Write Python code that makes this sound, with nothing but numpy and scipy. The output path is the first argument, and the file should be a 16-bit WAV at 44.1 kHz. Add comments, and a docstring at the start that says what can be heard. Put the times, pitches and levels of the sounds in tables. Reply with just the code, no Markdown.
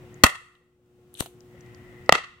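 """Three gas bubbles explode over water in a plastic tub outdoors: each is a pressure pulse and a burst of
burning noise that excites the tub's air modes and scatters back from the yard. A lighter flame, filtered noise,
is blown out by the first and struck again as grainy noise. Bubbles fed by a humming generator ring as decaying
rising sines over steady background noise. The pops overload the microphone, and its gain control ducks and
slowly recovers."""
import sys
import numpy as np
from scipy import signal
from scipy.fft import rfft, irfft
from scipy.io import wavfile
from scipy.ndimage import uniform_filter1d, minimum_filter1d

SR = 44100
rng = np.random.default_rng(int(sys.argv[2]) if len(sys.argv) > 2 else 0)


def wav_record(signal):
    """Record a signal, one row per channel, as 16-bit PCM in the file named by sys.argv[1]."""
    frames = np.transpose(np.atleast_2d(signal))
    bounded = np.clip(frames, -1, 1)
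    # unit amplitude maps onto the largest positive 16-bit level
    quanta = np.round(bounded * 32767).astype(np.int16)
    wavfile.write(sys.argv[1], SR, quanta)


N = 105840
T = np.arange(N) / SR  # t/s
HZ = np.maximum(np.arange(N // 2 + 1) * SR / N, 1)  # f/Hz of each spectral bin

# Stereo coherence of noise: [f/Hz, left-right correlation]
COHERENCE = [(100, .93), (350, 0.71), (700, 0.98), (1300, .1), (3000, .1), (8000, 0.022)]
SCENE_PAN_DB = 1.5  # left over right

# Outdoor background, relative spectral density: [f/Hz, level/dB per Hz]
AIR_SPECTRUM = [(25, -14.5), (60, -3), (120, 2), (200, -0.5), (320, -8), (600, -13), (1100, -20),
                (1370, -15), (1600, -21.5), (3000, -22.5), (4500, -29.5), (8000, -29), (11000, -35),
                (15500, -30.5)]
AIR_DB = -54.5
# Partials of the generator hum: [f/Hz, rms level/dB]
HUM_PARTIALS = [(120, -60), (240, -63), (300.3, -65.5), (360.2, -52), (480, -64.5), (720.5, -73.5),
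                (840, -76.5), (1081, -76.5)]

# Bubbles leaving the hose: [t/s, level/dB, starting f/Hz]
HOSE_BUBBLES = [(.035, -45.5, 522), (.413, -40, 486), (.609, -44, 489.3), (.795, -42.5, 491),
                (.987, -41.5, 458), (1.353, -50.5, 453), (1.544, -43, 527), (1.735, -48, 496),
                (1.922, -47.5, 519)]
BUBBLE_T60_S, BUBBLE_RISE_PER_S = .055, 1.5  # rise: fraction of the starting frequency per second
# Soft splats after the flame catches: [t/s, level/dB]
SURFACE_SPLATS = [(1.2234, -31), (1.26, -29.5)]
# Relative spectral density of a splat: [f/Hz, level/dB per Hz]
SPLAT_COLOUR = [(200, -11), (500, 0), (850, 1), (1300, -14), (2200, -23), (3000, -8), (6000, -26),
                (15000, -18)]
SPLAT_DECAY_S = 0.0044

# Small clicks: the lighter's thumb and wheel, tiny droplets, and a possible late echo of the first pop
# at .5524: [t/s, level/dB, f/Hz, bandwidth/Hz, decay constant/s]
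SMALL_CLICKS = [(0.143, -50.5, 6900, 900, 0.0017), (.5524, -40, 3290, 400, 0.0044),
                (.8594, -63, 5500, 2590, .002), (1.1413, -31.5, 10600, 1700, 0.0016),
                (1.1511, -36, 3580, 400, 0.0035), (1.4063, -48, 5620, 1200, 0.0018),
                (1.6082, -45.5, 6200, 1110, 0.0019), (1.6616, -56.5, 5980, 2520, .002),
                (1.7469, -42.5, 5400, 1100, 0.0014), (2.0618, -52.5, 5830, 1417, .002)]

# Flame envelope: [t/s, rush level/dB, resonance level/dB]
FLAME_LEVELS = [(0, -51.5, -72), (.23, -54, -58.5), (0.262, -70, -85), (1.19, -67.5, -92), (1.23, -71, -85),
                (1.45, -86, -76.5), (1.53, -56, -63.5), (1.68, -51, -62), (2.0, -51.5, -57),
                (2.4, -51.5, -70)]
# Relative spectral density of the rush: [f/Hz, level/dB per Hz]
FLAME_COLOUR = [(25, -15), (80, 0), (125, 5.5), (250, -8.5), (600, -17), (1400, -17), (1650, -20),
                (2700, -19), (4500, -35.5), (9000, -43.5), (16000, -58)]
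FLAME_HZ, FLAME_WIDTH_HZ = 1955, 130

# Relative spectral density of flint scraping: [f/Hz, level/dB per Hz]
WHEEL_COLOUR = [(300, -16), (2400, -3.5), (3100, 7.5), (3500, 5), (4100, 4), (5200, -27.5), (6200, 0.5),
                (7400, -3), (8600, 6.5), (10000, -1.5), (12500, -2), (16000, -28)]
WHEEL_START_S, WHEEL_CATCH_S = 1.12, 1.2077
WHEEL_DB, WHEEL_RISE_S, WHEEL_PAN_DB = -16, 0.004, 4.5
HALF_DRAG_DB = -43  # half the amplitude that the drag reaches at the catch
WHEEL_GRAINS_PER_S, WHEEL_RETURN_DB, WHEEL_RETURN_T60_S = 3400, -33.5, 0.22
CATCH_PUFF_DB, CATCH_PUFF_S, CATCH_SNAP_DB, CATCH_PAN_DB = -13.5, 0.0012, -7, 24

# Air modes of the tub: [f/Hz, bandwidth/Hz, level/dB]
TUB_MODES = [(697, 110, -11), (1233, 165, 0.5), (1945, 125, 1), (2684, 98, -4.5), (3260, 85, -11),
             (4420, 80, -15.5)]
TUB_RING_DB = -2  # added to every mode in the direct ring

# Relative spectral density of the yard's hiss: [f/Hz, level/dB per Hz]
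YARD_HISS_COLOUR = [(40, -6.5), (120, -1.5), (330, -3), (480, 7.5), (900, 5), (1600, 2.5), (3800, 1),
                    (5000, -6), (8500, -0.5), (10500, -6), (13000, -5.5), (16000, -9.5)]
# Reflections from walls and fences: [delay t/s, spread/s, lift level/dB]
WALL_ECHOES = [(.030, .0036, 11.5), (.061, .006, 5), (.120, .005, 6.5)]
YARD_ONSET_S = .012
# Decay stages of the yard: (level/dB, t60/s)
TONE_EARLY, TONE_LATE = (-3.5, .27), (-16, .64)
HISS_EARLY, HISS_LATE = (-10.5, 0.21), (-24, 0.58)
ROLL, WASH = (-42.5, 1.6), (-33, 0.65)
ROLL_HZ, ROLL_WIDTH_HZ = 103, 75  # distant low roll
WASH_HZ, WASH_WIDTH_HZ = 2750, 990  # upper-mid wash from afar
LATE_TONE_LOW_HZ, LATE_HISS_LOW_HZ, LATE_HISS_TOP_HZ = 1100, 2800, 9400

# Exploding bubbles: [t/s, blast level/dB, burn decay constant/s, lowest f/Hz, low-pass f/Hz,
# ring level/dB (before mode levels), ring t60/s, thump f/Hz, thump level/dB,
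# returning tone level/dB, returning hiss level/dB, hiss low-pass f/Hz]
EXPLOSIONS = [(0.2366, 18.5, 0.0038, 45, 9540, 11.5, 0.032, 245, 11, -1, 1.5, 13000),
              (2.0927, 10, 0.0016, 278, 1878, 4, 0.018, 544, 6, -33.5, -14, 2000),
              (2.1240, 15.5, 0.0018, 224, 6070, 15.5, 0.011, 167.6, -5.5, -6.5, 0, 5130)]
# Relative spectral density of burning gas: [f/Hz, level/dB per Hz]
BURN_COLOUR = [(40, 0), (110, 3.5), (400, 0.5), (1000, 4), (3000, -1), (5500, -5.5), (8000, -5),
               (10500, -11.5), (13000, -2.5), (16000, -6.5)]
PUSH_DB, PUSH_S = -11.5, .002  # pressure pulse, relative to the blast
BOOM_HZ, BOOM_DB, BOOM_S = 83, -12.5, 0.0054  # deep boom of the tub, relative to the blast

AGC_THRESHOLD_DB, AGC_WINDOW_S, AGC_ATTACK_S = -18.5, 0.0089, .011
AGC_HOLD_S, AGC_RELEASE_S = 0.53, 0.34
OVERLOAD_LEVEL, CUTOFF_HZ = .88, 16600


def from_db(db):
    """Amplitude is the antilogarithm of level/dB over 20."""
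    return 10 ** (np.asarray(db) / 20)


def rms_one(x):
    """Normalization divides a signal by its root mean square."""
    return x / np.sqrt(np.mean(x ** 2) + 1e-20)


def pan(db):
    """An interchannel level difference, left over right, is shared equally by two gains."""
    return from_db(np.array([[db], [-db]]) / 2)


def over_hz(points):
    """A spectral curve is interpolated linearly along log frequency."""
    hz, value = np.transpose(points)
    return np.interp(np.log(HZ), np.log(hz), value)


def bump(hz, width_hz):
    """A resonance band is approximated by a Gaussian in frequency."""
    return np.exp(-.5 * ((HZ - hz) / width_hz) ** 2)


def noise(gain):
    """Mixing independent sum and difference noises sets the interchannel coherence at each frequency."""
    mid, side = rfft(rng.standard_normal((2, N)))
    alike = np.clip(over_hz(COHERENCE), -1, 1)
    common = np.sqrt(1 + alike) * mid
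    opposed = np.sqrt(1 - alike) * side * [[1], [-1]]
    return rms_one(irfft(gain * (common + opposed), N))


def decay(s, tau):
    """Free decay starts suddenly and falls exponentially with time constant tau."""
    return (T >= s) * np.exp(-np.maximum(T - s, 0) / tau)


def fade(s, t60):
    """Exponential decay is specified by its time to fall 60 dB."""
    return decay(s, t60 / np.log(1000))


def pulse(s, length):
    """A blast wave is a pressure step followed by a longer suction."""
    return decay(s, length) * (1 - (T - s) / length)


def dull(x, hz):
    """A second-order low-pass attenuates the treble gently."""
    sections = signal.butter(2, min(hz, SR / 2 - 1000), fs=SR, output="sos")
    return signal.sosfilt(sections, x + 1e-18)


def thin(x, hz):
    """A second-order high-pass attenuates the bass gently."""
    sections = signal.butter(2, hz, "high", fs=SR, output="sos")
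    return signal.sosfilt(sections, x + 1e-18)


def outdoor_air():
    """Stationary background is Gaussian noise shaped by a fixed spectrum."""
    return from_db(AIR_DB) * noise(from_db(over_hz(AIR_SPECTRUM)))


def generator():
    """Steady hum is a sum of constant sinusoids with random starting phases."""
    hum = 0
    for hz, db in HUM_PARTIALS:
        hum = hum + np.sqrt(2) * from_db(db) * np.sin(2 * np.pi * (hz * T + rng.random()))
    return hum


def water(attack_s=0.0014):
    """Bubbles ring as damped oscillators of rising frequency; two noise bursts splat at the surface."""
    out = 0
    for s, db, hz in HOSE_BUBBLES:
        age = np.maximum(T - s, 0)
        phase = 2 * np.pi * hz * (age + BUBBLE_RISE_PER_S * age ** 2 / 2)  # integral of the rising frequency
        envelope = fade(s, BUBBLE_T60_S) - decay(s, attack_s)
        out = out + from_db(db) * np.sin(phase) * envelope
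    splat_envelope = sum(from_db(db) * decay(s, SPLAT_DECAY_S) for s, db in SURFACE_SPLATS)
    return out + noise(from_db(over_hz(SPLAT_COLOUR))) * splat_envelope


def ticks(pan_db=2):
    """A small click is a band of noise under a short exponential decay."""
    clicks = sum(from_db(db) * noise(bump(hz, width)) * decay(s, tau) for s, db, hz, width, tau in SMALL_CLICKS)
    return pan(pan_db) * clicks


def flame(resonance_pan_db=3.0):
    """Flame noise is a broadband rush and a resonant band, each following its own level curve."""
    s, rush_db, resonance_db = np.transpose(FLAME_LEVELS)
    rush = noise(from_db(over_hz(FLAME_COLOUR))) * from_db(np.interp(T, s, rush_db))
    resonance = noise(bump(FLAME_HZ, FLAME_WIDTH_HZ)) * from_db(np.interp(T, s, resonance_db))
    return rush + resonance * pan(resonance_pan_db)


def lighter_strike(grit=0.61, grain_s=0.00026, snap_s=0.00013, puff_hz=2500):
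    """Friction noise, modulated by random grains, grows until the gas catches with a snap and a puff."""
    grains = (rng.random(N) < WHEEL_GRAINS_PER_S / SR) * rng.exponential(1, N)
    grains = rms_one(signal.lfilter([1], [1, -np.exp(-1 / (grain_s * SR))], grains))
    effort = from_db(WHEEL_DB) * np.exp(np.minimum(T - WHEEL_CATCH_S, 0) / WHEEL_RISE_S)
    progress = np.clip((T - WHEEL_START_S) / (WHEEL_CATCH_S - WHEEL_START_S), 0, 1)
    effort += from_db(HALF_DRAG_DB) * 2 * progress ** 2
    colour = from_db(over_hz(WHEEL_COLOUR))
    texture = 1 - grit + grit * grains
    scrape = noise(colour) * effort * (T < WHEEL_CATCH_S) * texture * pan(WHEEL_PAN_DB)
    echo = noise(np.sqrt(colour)) * from_db(WHEEL_RETURN_DB) * fade(WHEEL_CATCH_S, WHEEL_RETURN_T60_S)
    puff = from_db(CATCH_PUFF_DB) * dull(pulse(WHEEL_CATCH_S, CATCH_PUFF_S), puff_hz)
    snap = from_db(CATCH_SNAP_DB) * pulse(WHEEL_CATCH_S, snap_s)
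    return scrape + echo + (puff + snap) * pan(CATCH_PAN_DB)


def yard(tone_pan_db=-1.0, hiss_pan_db=-3.0):
    """Scattering returns the pops as decaying noise: stronger echoes, a faint long tail and a low roll."""
    tone = noise(sum(from_db(db) * bump(hz, width) for hz, width, db in TUB_MODES)) * pan(tone_pan_db)
    hiss = noise(from_db(over_hz(YARD_HISS_COLOUR))) * pan(hiss_pan_db)
    roll = noise(bump(ROLL_HZ, ROLL_WIDTH_HZ))
    wash = noise(bump(WASH_HZ, WASH_WIDTH_HZ))
    out = 0
    for s, *_, tone_db, hiss_db, top_hz in EXPLOSIONS:
        age = np.maximum(T - s, 0)
        echo_db = sum(db * np.exp(-.5 * ((age - delay) / spread) ** 2) for delay, spread, db in WALL_ECHOES)
        swell = from_db(echo_db) * (1 - np.exp(-(age / YARD_ONSET_S) ** 2))
        ringing = from_db(tone_db) * tone
        rush = from_db(hiss_db) * dull(hiss, top_hz)
        late_rush = thin(dull(rush, LATE_HISS_TOP_HZ), LATE_HISS_LOW_HZ)
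        stages = (
            (ringing, TONE_EARLY),
            (thin(ringing, LATE_TONE_LOW_HZ), TONE_LATE),
            (from_db(tone_db) * roll, ROLL),
            (rush, HISS_EARLY),
            (from_db(hiss_db) * wash, WASH),
            (late_rush, HISS_LATE),
        )
        out = out + swell * sum(sound * from_db(db) * fade(s, t60) for sound, (db, t60) in stages)
    return out


def pops(thump_cycles=0.94, port_lag_s=.00008):
    """An explosion is a pressure pulse and turbulent burn that set the tub's modes, thump and boom ringing."""
    burn, out = noise(from_db(over_hz(BURN_COLOUR))), 0
    for s, db, burn_s, low_hz, bright_hz, ring_db, ring_t60, thump_hz, thump_db, *_ in EXPLOSIONS:
        age = T - s - np.array([[0], [port_lag_s]])  # the oscillations lag on the right
        blast = from_db(db) * (burn * decay(s, burn_s) + from_db(PUSH_DB) * pulse(s, PUSH_S))
        modes = sum(from_db(level + TUB_RING_DB) * np.cos(2 * np.pi * hz * age) for hz, _, level in TUB_MODES)
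        ring = from_db(ring_db) * modes * fade(s, ring_t60)
        thump = from_db(thump_db) * np.cos(2 * np.pi * thump_hz * age) * decay(s, thump_cycles / thump_hz)
        boom = from_db(db + BOOM_DB) * np.sin(2 * np.pi * BOOM_HZ * age) * decay(s, BOOM_S)
        out = out + thin(dull(blast + boom + ring + thump, bright_hz), low_hz)
    return out


def scene():
    """Superposition adds all sources; the lighter strike keeps its own stereo placing."""
    placed = outdoor_air() + generator() + water() + ticks() + flame() + yard() + pops()
    return pan(SCENE_PAN_DB) * placed + lighter_strike()


def gain_control(x):
    """Compression lowers the gain quickly for loud sound, holds it, then lets it creep back."""
    window = int(AGC_WINDOW_S * SR)
    # the shifted windows look only backwards in time
    power = uniform_filter1d(np.mean(np.tanh(x) ** 2, axis=0), window, origin=(window - 1) // 2)
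    over_db = np.maximum(10 * np.log10(np.maximum(power, 1e-12)) - AGC_THRESHOLD_DB, 0)
    hold = int(AGC_HOLD_S * SR)
    held = -minimum_filter1d(-over_db, hold, origin=(hold - 1) // 2, mode="constant")
    # a running maximum against a growing exponential gives an exponential release
    growth = np.exp(T / AGC_RELEASE_S)
    cut_db = np.maximum.accumulate(held * growth) / growth
    r = np.exp(-1 / (AGC_ATTACK_S * SR))
    return x * from_db(-signal.lfilter([1 - r], [1, -r], cut_db))


def record(dry):
    """Gain control precedes saturating overload and a steep low-pass."""
    overloaded = OVERLOAD_LEVEL * np.tanh(gain_control(dry) / OVERLOAD_LEVEL)
    top_cut = signal.cheby2(18, 70, CUTOFF_HZ, fs=SR, output="sos")
    return signal.sosfilt(top_cut, overloaded)


dry = scene()
out = record(dry)
wav_record(out)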